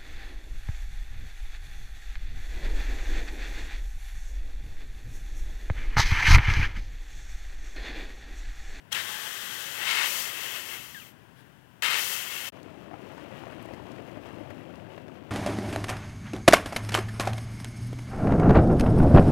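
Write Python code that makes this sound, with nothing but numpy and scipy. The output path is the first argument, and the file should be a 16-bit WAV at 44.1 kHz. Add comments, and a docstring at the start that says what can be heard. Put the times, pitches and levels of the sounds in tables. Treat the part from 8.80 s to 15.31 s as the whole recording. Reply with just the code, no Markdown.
"""Over faint outdoor noise a tyre valve cracks open and air hisses out: resonant turbulence plus a free jet. A
long release, pinched shut with a falling squeal, is followed by a shorter one that stops dead. In each, one
broad blast of noise thins into a bright jet. After a brief silence the scene changes: a vehicle rolls slowly
past and away over gravel: shaped noise and random impacts whose gain follows distance, with stones popping as
damped tones and noise bursts. All this is on the left channel; the right holds only a faint noise floor."""
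import sys
import numpy as np
from scipy import signal
from scipy.fft import rfft, irfft, next_fast_len
from scipy.io import wavfile
from scipy.ndimage import map_coordinates

SR = 44100
rng = np.random.default_rng(int(sys.argv[2]) if len(sys.argv) > 2 else 0)


def waveform_to_disk(signal):
    """Save audio, clipped to [-1, 1], as 16-bit WAV at the path in sys.argv[1]."""
    frames = np.transpose(np.atleast_2d(signal))
    scaled = np.clip(frames, -1, 1) * 32767
    samples = np.round(scaled).astype(np.int16)
    wavfile.write(sys.argv[1], SR, samples)


N = 287002  # length in samples
# Source levels in dB are set before the common gain of 2 on the left channel.


def amp(db):
    """Logarithmic level: decibels to amplitude gain."""
    return 10 ** (np.asarray(db) / 20)


def unit(x):
    """Power normalisation: x at rms 1."""
    return x / np.sqrt(np.mean(x ** 2) + 1e-20)


def clock():
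    """Uniform sampling: the time of every sample in seconds."""
    return np.arange(N) / SR


def since(start):
    """Elapsed time: seconds gone by after a moment, 0 before it."""
    return np.maximum(clock() - start, 0)


def gate(start, attack, end, release):
    """Linear envelope: 0 to 1 over the attack, held until the end, back to 0 over the release."""
    return np.clip(np.minimum((clock() - start) / attack, 1 - (clock() - end) / release), 0, 1)


def bump(at, width):
    """Gaussian envelope: a smooth swell of height 1, width being its standard deviation."""
    return np.exp(-.5 * ((clock() - at) / width) ** 2)


def wobble(rate):
    """Band-limited fluctuation: a smooth random curve with rate knots a second."""
    return map_coordinates(rng.standard_normal(int(N * rate / SR) + 4), [clock() * rate])


def filtered(x, response):
    """Linear filtering: the spectrum of x times a response of frequency."""
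    m = next_fast_len(N + SR // 4)
    return irfft(rfft(x, m) * response(np.fft.rfftfreq(m, 1 / SR)), m)[..., :N]


def coloured(x, spectrum):
    """Spectral shaping: x through (Hz, dB) points on a log frequency axis, at rms 1."""
    f, db = np.transpose(spectrum)
    return unit(filtered(x, lambda hz: amp(np.interp(np.log(hz + 1), np.log(f + 1), db))))


def turbulence(modes):
    """Resonance: turbulent noise in steep-sided modes (Hz, width Hz, dB) that add in power, at rms 1."""
    def power(f):
        return sum(amp(db) ** 2 / (1 + ((f * f - centre * centre) / ((f + 1) * width)) ** 2) ** 2
                   for centre, width, db in modes)
    return unit(filtered(rng.standard_normal(N), lambda f: np.sqrt(power(f))))


def reflections(x, echo_db, spread, count):
    """Comb filtering: weak delayed copies off rim, bodywork and ground comb the sound finely."""
    response = np.zeros(int(spread * SR) + 2)
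    response[0] = 1  # direct sound
    for place, size in rng.uniform(0, 1, (count, 2)):
        delay = int((.15 + .85 * place) * spread * SR)
        response[delay] += amp(echo_db) * (.5 + size)
    return signal.fftconvolve(x, response / np.linalg.norm(response))[:N]


def impacts(rate, spread_db):
    """Random point process: rate contacts a second, many small and a few large, at rms 1."""
    hit = rng.random(N) < rate / SR
    size = np.minimum(rng.exponential(size=N), np.pi)
    return unit(hit * rng.choice([-1, 1], N) * amp(spread_db * size))


def crack(t, hz, t60, octaves):
    """Damped noise: a burst centred on one pitch, falling 60 dB in t60 seconds, peak 1."""
    f = np.fft.rfftfreq(len(t), 1 / SR) + 1
    band = 1 / (1 + (np.log2(f / hz) / octaves) ** 2)
    burst = irfft(rfft(rng.standard_normal(len(t))) * band, len(t)) * amp(-60 * t / t60)
    return burst / np.abs(burst).max()


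# Outdoor noise spectrum. Each row: frequency in Hz, relative level in dB.
OUTDOOR_SPECTRUM = [(30, -36), (46, -22), (62, -8), (85, -7.5), (118, 1), (230, -4.5), (480, -13.5),
                    (1000, -14), (1250, -18.5), (1600, -13.5), (2200, -21), (3050, -19.5), (3900, -31),
                    (7000, -35.5), (15700, -35.5)]


def outdoors(level_db=-57):
    """Ambient noise: a shaped random background whose level drifts gently."""
    return amp(level_db + 1.1 * wobble(5.97)) * coloured(rng.standard_normal(N), OUTDOOR_SPECTRUM)


def noise_floor(level_db=-71.0):
    """Stationary noise: a faint floor, stronger in the bass."""
    spectrum = [(30, 0), (300, -9.5), (2000, -13.5), (15000, -15.5)]
    return amp(level_db) * coloured(rng.standard_normal(N), spectrum)


# Broad humps of the free jet. Each row: centre in Hz, width in Hz, relative level in dB.
JET_HUMPS = [(4050, 2900, -1.5), (4720, 560, -5), (5800, 950, 0), (6930, 1240, -1), (8280, 2200, -2.5),
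             (11250, 4800, -3.5), (13360, 4000, -2), (15500, 2000, -8.5)]
SIZZLE_HZ = 11200  # the top of the jet lies above this


def free_jet(sizzle_db):
    """Jet mixing noise: a broadband hiss with its top raised or lowered by sizzle_db."""
    hiss = turbulence(JET_HUMPS)
    top = filtered(hiss, lambda hz: 1 - 1 / (1 + (hz / SIZZLE_HZ) ** 12))
    return hiss + (amp(sizzle_db) - 1) * top


# Air resonances of a hard flow between stem, fingers and rim.
# Each row: centre in Hz, width in Hz, relative level in dB.
BLAST_MODES = [(456, 570, -20), (960, 500, -13.5), (1520, 1180, -6), (1840, 280, -4), (2142, 260, -1.5),
               (2680, 540, -2), (3100, 310, -3.5), (3660, 910, -8.5), (4410, 1540, -13), (6650, 8600, -19)]


def seal(at=0.1287, width_s=0.0031, ring_db=-27, hiss_db=-38, leak_s=0.0088, leak_db=-41):
    """Impulsive excitation: amid a brief leak, one sharp puff rings the stem's mouth."""
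    mouth = turbulence([(3020, 700, 0.5), (2000, 2300, -14), (5940, 4800, -12)])
    puff = amp(ring_db) * mouth + amp(hiss_db) * turbulence(JET_HUMPS)
    leak = amp(leak_db) * turbulence(BLAST_MODES)
    return bump(at, width_s) * puff + bump(at, leak_s) * leak


AJAR_SIZZLE_DB = -2  # a valve only ajar dulls the top of the jet


def spurt(at=0.144, first_hz=3300, sink_octaves_per_s=21, knots_per_s=1500, band_db=-30.5, roar_db=-33.0,
          hiss_db=-41, attack_s=0.0034, length_s=0.063, release_s=0.017, fade_db_per_s=50,
          band_fade_db_per_s=290):
    """Gliding resonance: a fading blast with a band of turbulence that sinks as the gap widens."""
    t = since(at)
    phase = 2 * np.pi * np.cumsum(first_hz * 2 ** (-sink_octaves_per_s * t)) / SR
    # two random quadrature envelopes turn the gliding tone into a noise band
    band = unit(wobble(knots_per_s) * np.sin(phase) + wobble(knots_per_s) * np.cos(phase))
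    edge = amp(band_db) * band + amp(hiss_db) * free_jet(AJAR_SIZZLE_DB)
    roar = amp(roar_db - fade_db_per_s * t) * turbulence(BLAST_MODES)
    return gate(at, attack_s, at + length_s, release_s) * (roar + amp(-band_fade_db_per_s * t) * edge)


# The valve is pushed wide. Each row: start in seconds, rise in seconds, length of the blast in seconds.
SURGES = [(0.97, 0.12, 0.26), (3.011, 0.012, 0.15)]
# The fingers shift and let a little more or less through.
# Each row: centre in seconds, Gaussian half length in seconds, change of roar in dB.
SLIPS = [(1.62, 0.039, 2), (1.772, 0.019, 3), (1.834, 0.036, -3.5), (1.943, 0.018, 3), (2.21, 0.025, 2.5),
         (3.474, 0.023, -1), (3.554, 0.037, 1.5)]
BLAST_DB, BLAST_FALL_S = 11.5, 0.11  # the roar swells, then collapses
JET_LEAD_S, JET_RISE_S, JET_HOLD_S, JET_FALL_S = 0.018, 0.045, 0.18, 0.11  # lead: before the blast ends
JET_HISS_DB, JET_ROAR_DB = 7.5, 3  # what the bright jet adds to hiss and roar
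SLIP_HISS_SHARE = 0.59  # slips change the hiss less than the roar


def pressing():
    """Flow modulation: roar and hiss changes in dB as blasts give way to jets and fingers slip."""
    blast = sum(gate(s, rise, s + length, BLAST_FALL_S) for s, rise, length in SURGES)
    jet = sum(gate(s + length - JET_LEAD_S, JET_RISE_S, s + length + JET_HOLD_S, JET_FALL_S)
              for s, _, length in SURGES)
    slip_db = sum(db * bump(s, width) for s, width, db in SLIPS)
    roar_db = np.maximum(BLAST_DB * blast, JET_ROAR_DB * jet) + slip_db
    return roar_db, JET_HISS_DB * jet + SLIP_HISS_SHARE * slip_db


# The valve is held open. Each row: start in seconds, end in seconds, time spent pinching before the end
# in seconds, shutting in seconds, base roar level in dB, base jet hiss level in dB.
RELEASES = [(0.117, 2.286, 0.43, 0.054, -40, -42.5), (3.021, 3.689, 0, 0.0036, -40, -42)]
# Air resonances between stem, fingers and rim with the valve ajar, then open.
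# Each row: centre in Hz, width in Hz, relative level in dB.
AJAR_MODES = [(560, 900, -10.5), (854, 49, -0.5), (1160, 390, -5.5), (1645, 490, 1), (1960, 340, -0.5),
              (2610, 460, -4), (3160, 820, 0.5), (3990, 130, -23)]
OPEN_MODES = [(480, 660, -9.5), (866, 150, -11), (1330, 1000, -6), (1900, 630, -2), (2160, 160, -1.5),
              (2656, 310, 1.5), (3104, 580, 1)]
OPENING_S = 0.0028
PINCH_ROAR_DB_PER_S, PINCH_HISS_DB_PER_S = 44.5, 37.5  # the flow dies as the gap narrows
PINCH_SIZZLE_DB_PER_S = 8  # while the top of the jet brightens against the rest
REGRIP_AT_S, REGRIP_S = 0.97, 0.32  # the fingers shift and the valve goes from ajar to open
AJAR_SAG_DB_PER_S, AJAR_HISS_DB = 3, 0.4  # while ajar the roar sags; the hiss is slightly raised


def valve(blast_from_db=-34, blast_range_db=2.0, ajar_db=-1.6, churn_db=1.3, flutter_db=0.46):
    """Flow noise: a bright jet, and a roar whose resonances follow the grip and the strength of the flow."""
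    air = np.zeros(N)
    opened = np.clip(.5 + (clock() - REGRIP_AT_S) / REGRIP_S, 0, 1)
    ajar = 1 - opened
    more_roar, more_hiss = pressing()
    more_roar = more_roar + ajar * (ajar_db + AJAR_SAG_DB_PER_S * (REGRIP_AT_S - clock()))
    more_hiss = more_hiss + ajar * AJAR_HISS_DB
    for start, end, pinch, shutting, roar_db, hiss_db in RELEASES:
        pinched = np.minimum(since(end - pinch), pinch + shutting)
        roar = roar_db + more_roar - PINCH_ROAR_DB_PER_S * pinched
        hiss = hiss_db + more_hiss - PINCH_HISS_DB_PER_S * pinched
        # a hard flow roars more broadly; square roots keep the power of each crossfade
        blast = .5 + .5 * np.tanh((roar - blast_from_db) / (2 * blast_range_db))
        steady = np.sqrt(ajar) * turbulence(AJAR_MODES) + np.sqrt(opened) * turbulence(OPEN_MODES)
        churning = turbulence(BLAST_MODES) * amp(churn_db * wobble(250))
        mouth = np.sqrt(1 - blast) * steady + np.sqrt(blast) * churning
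        jet = free_jet(ajar * AJAR_SIZZLE_DB + PINCH_SIZZLE_DB_PER_S * pinched)
        flow = amp(roar) * mouth + amp(hiss) * jet
        air += gate(start, OPENING_S, end, shutting) * flow * amp(flutter_db * wobble(29.88))
    return air


# Chirps of the closing gap. Each row: start in seconds, length in seconds, first pitch in Hz, settling pitch
# in Hz, glide time constant in seconds, starting fundamental rms level in dB, starting octave rms level in dB.
CHIRPS = [(2.143, 0.042, 2060, 1584, 0.0116, -44, -55), (2.195, 0.038, 1560, 960, 0.035, -60, -51)]


def squeal(jitter=0.0061, third_db=-66, attack_s=0.0049, release_s=0.012, fade_db_per_s=150):
    """Harmonic whistle: the last narrow gap chirps twice, each sliding down in pitch as it fades."""
    out = np.zeros(N)
    for start, length, first_hz, settling_hz, glide, first_db, octave_db in CHIRPS:
        t = since(start)
        hz = settling_hz + (first_hz - settling_hz) * np.exp(-t / glide)
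        phase = 2 * np.pi * np.cumsum(hz * (1 + jitter * wobble(400))) / SR
        levels = (first_db, octave_db, third_db)
        tone = np.sqrt(2) * sum(amp(db) * np.sin(k * phase) for k, db in enumerate(levels, 1))
        out += gate(start, attack_s, start + length, release_s) * amp(-fade_db_per_s * t) * tone
    return out


def scuff(at=2.597, length=0.022, level_db=-62):
    """Friction noise: a faint scrape of fingers on the stem between the releases."""
    return amp(level_db) * bump(at, length) * turbulence([(1650, 500, -2), (3200, 2000, -9), (11000, 7000, -19)])


def nearness(at, distance, speed_m_per_s=3.3):
    """Inverse distance law: gain of a passing source, 1 at its closest moment."""
    return distance / np.hypot(distance, speed_m_per_s * (clock() - at))


def pebbles(count, hz, spread_db, cycles):
    """Damped oscillation: small stones shift at random moments, each ringing at its own pitch, at rms 1."""
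    place, size = rng.random(count), np.minimum(rng.exponential(size=count), np.pi)
    pitch = np.clip(hz * 2 ** rng.standard_normal((count, 1)), 300, 3400)
    t = np.arange(SR // 20) / SR
    ringing = np.sin(2 * np.pi * pitch * t) * amp(-60 * t * pitch / cycles)
    grains = amp(spread_db * size)[:, None] * ringing * np.sqrt(hz / pitch)
    where = (place * N).astype(int)[:, None] + np.arange(len(t))
    return unit(np.bincount(where.ravel(), grains.ravel(), N)[:N])


# Spectrum of fine grit. Each row: frequency in Hz, relative level in dB.
GRIT_SPECTRUM = [(2350, -19), (4000, -0.5), (6290, -5.5), (9380, -10), (13100, -10.5), (15700, -13)]


def ticks(rate, spread_db, t60):
    """Random damped bursts: chips of stone flicked about, each tiny and bright, at rms 1."""
    dying = amp(-60 * (np.arange(SR // 20) / SR) / t60)
    envelope = signal.fftconvolve(impacts(rate, spread_db), dying)[:N]
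    return coloured(envelope * rng.standard_normal(N), GRIT_SPECTRUM)


# Spectra of engine and tyre rumble, then of stones crunching.
# Each row: frequency in Hz, relative level in dB.
RUMBLE_SPECTRUM = [(25, -34), (46, -32), (64, -3.5), (78, -7), (98, 3), (180, 1), (300, 2.5), (370, 0.5),
                   (450, -5.5), (530, -2.5), (680, -3.5), (950, -32), (1600, -80)]
CRUNCH_SPECTRUM = [(200, -13), (380, -5.5), (460, -9), (650, -6.5), (900, -7), (1250, -11.5), (1900, -13),
                   (2350, -15), (2700, -13.5), (3200, -17), (3700, -25.5), (6000, -45), (12000, -80)]
NEAREST_AT_S, DISTANCE_M = 4.99, 3.45  # closest pass of the tread
EXHAUST_LAG_S, EXHAUST_DISTANCE_M = 0.36, 3.36  # the rumble peaks once the tail has gone by
SHADOW_DB_PER_S = 0.7  # the finest grit steadily weakens through the pass


def rolling(rumble_db=-46.0, crunch_db=-51.5, pebble_db=-56.0, grit_db=-68.5, tick_db=-79):
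    """Rolling contact noise: engine and tyre rumble and grinding stones, all fading with distance."""
    bite = wobble(22)  # tread blocks catch the gravel in clumps
    rumble = coloured(rng.standard_normal(N) + .5 * impacts(300, spread_db=0), RUMBLE_SPECTRUM)
    low = amp(rumble_db + 0.37 * wobble(8.8)) * rumble
    crunch = coloured(rng.standard_normal(N) + 0.7 * impacts(700, spread_db=5.0), CRUNCH_SPECTRUM)
    stones = amp(crunch_db + 1.23 * bite) * crunch
    loose = amp(pebble_db) * pebbles(count=1000, hz=1206, spread_db=4.5, cycles=14)
    grit = coloured(rng.standard_normal(N) + 0.48 * impacts(400, spread_db=6.5), GRIT_SPECTRUM)
    sand = amp(grit_db + 1.5 * bite) * grit
    chips = amp(tick_db) * ticks(rate=20, spread_db=1, t60=0.025)
    fine = amp(-SHADOW_DB_PER_S * (clock() - NEAREST_AT_S)) * (sand + chips)
    exhaust_gain = nearness(NEAREST_AT_S + EXHAUST_LAG_S, EXHAUST_DISTANCE_M)
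    return exhaust_gain * low + nearness(NEAREST_AT_S, DISTANCE_M) * (stones + loose + fine)


# Pebbles clicking together.
# Each row: start in seconds, peak level in dB before the common level_db trim, pitch in Hz.
CLICKS = [(3.8305, -43.5, 4630), (4.6558, -50, 3930), (4.8259, -43, 8540), (4.8574, -49, 11200),
          (4.9364, -43, 3800), (4.9464, -49, 4480), (5.0674, -49, 3950), (5.1173, -46, 4430),
          (5.9564, -43.5, 3810), (6.1634, -52, 3700), (6.2188, -54, 4070)]


def clicks(level_db=-3, t60=0.023, octaves=0.8):
    """Hard impact: stone on stone gives a short bright crack around each pebble's own pitch."""
    out, t = np.zeros(N + SR), np.arange(SR // 20 * 2) / SR
    for s, db, hz in CLICKS:
        out[round(s * SR):][:len(t)] += amp(db + level_db) * crack(t, hz, t60, octaves)
    return out[:N]


# Stones squeezed out from under the tread. Each row: start in seconds, knock peak in dB, pitch in Hz,
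# crunch and tyre thump in dB against the knock, before the common crunch_db and thump_db trims.
POPS = [(4.113, -37, 715, -20, -15), (4.134, -36.5, 656, -19, -11), (4.14, -34.5, 807, -23, -19),
        (4.38, -37.5, 929, -18, -13), (4.636, -38.5, 880, -20, -8), (4.668, -35.5, 635, -18, -18),
        (4.723, -37.5, 611, -11, -15), (4.853, -35, 623, -19, -8), (4.888, -35, 645, -19, -11),
        (4.909, -34.5, 537, -25, -9), (4.935, -38, 570, -15, -2), (5.372, -37.5, 635, -21, -3.5),
        (5.607, -38, 580, -20, 0), (5.705, -38.5, 547, -9, -20), (6.178, -35, 630, -16.5, -18),
        (6.281, -40, 549, -12, -16)]


def pops(level_db=0, cycles=16, crunch_db=8, crunch_hz=1700, crunch_t60=0.047,
         thump_db=5, thump_hz=315, thump_t60=0.044):
    """Damped impact: each stone knocks dully in the rubber, thumps the tyre and crunches on its neighbours."""
    out, t = np.zeros(N + SR), np.arange(SR // 20 * 2) / SR
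    thump = np.sin(2 * np.pi * thump_hz * t) * amp(thump_db - 60 * t / thump_t60)
    for s, db, hz, bright_db, low_db in POPS:
        tone = np.sin(2 * np.pi * hz * t) + amp(-9.5) * np.sin(2 * np.pi * 1.57 * hz * t)
        knock = tone * amp(-60 * t * hz / cycles) * (1 - np.exp(-t / 0.00031))  # soft onset
        crunch = amp(bright_db + crunch_db) * crack(t, crunch_hz, crunch_t60, octaves=0.45)
        pop = knock / np.abs(knock).max() + crunch + amp(low_db) * thump
        out[round(s * SR):][:len(t)] += amp(db + level_db) * pop
    return out[:N]


# The silent break where the scene changes, one row: from in seconds, to in seconds.
SILENCE = (3.702, 3.722)


def scene():
    """Superposition: the valve in quiet open air, then the drive; the right has only a noise floor."""
    air = seal() + spurt() + valve() + scuff()
    deflating = reflections(air, echo_db=-26.0, spread=.02, count=12) + squeal() + outdoors()
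    driving = rolling() + clicks() + pops()
    before, after = clock() < SILENCE[0], clock() > SILENCE[1]
    left = 2 * (deflating * before + driving * after)
    return np.array([left, noise_floor() * (before | after)])


def record(dry, low_cut_hz=42, top_hz=15850):
    """Band limiting: the microphone drops the deepest bass, and a steep edge removes the extreme treble."""
    thinned = signal.sosfilt(signal.butter(3, low_cut_hz, "highpass", fs=SR, output="sos"), dry)
    return filtered(thinned, lambda hz: np.clip((top_hz - hz) / 100 + .5, 0, 1))


dry = scene()
out = record(dry)
waveform_to_disk(out)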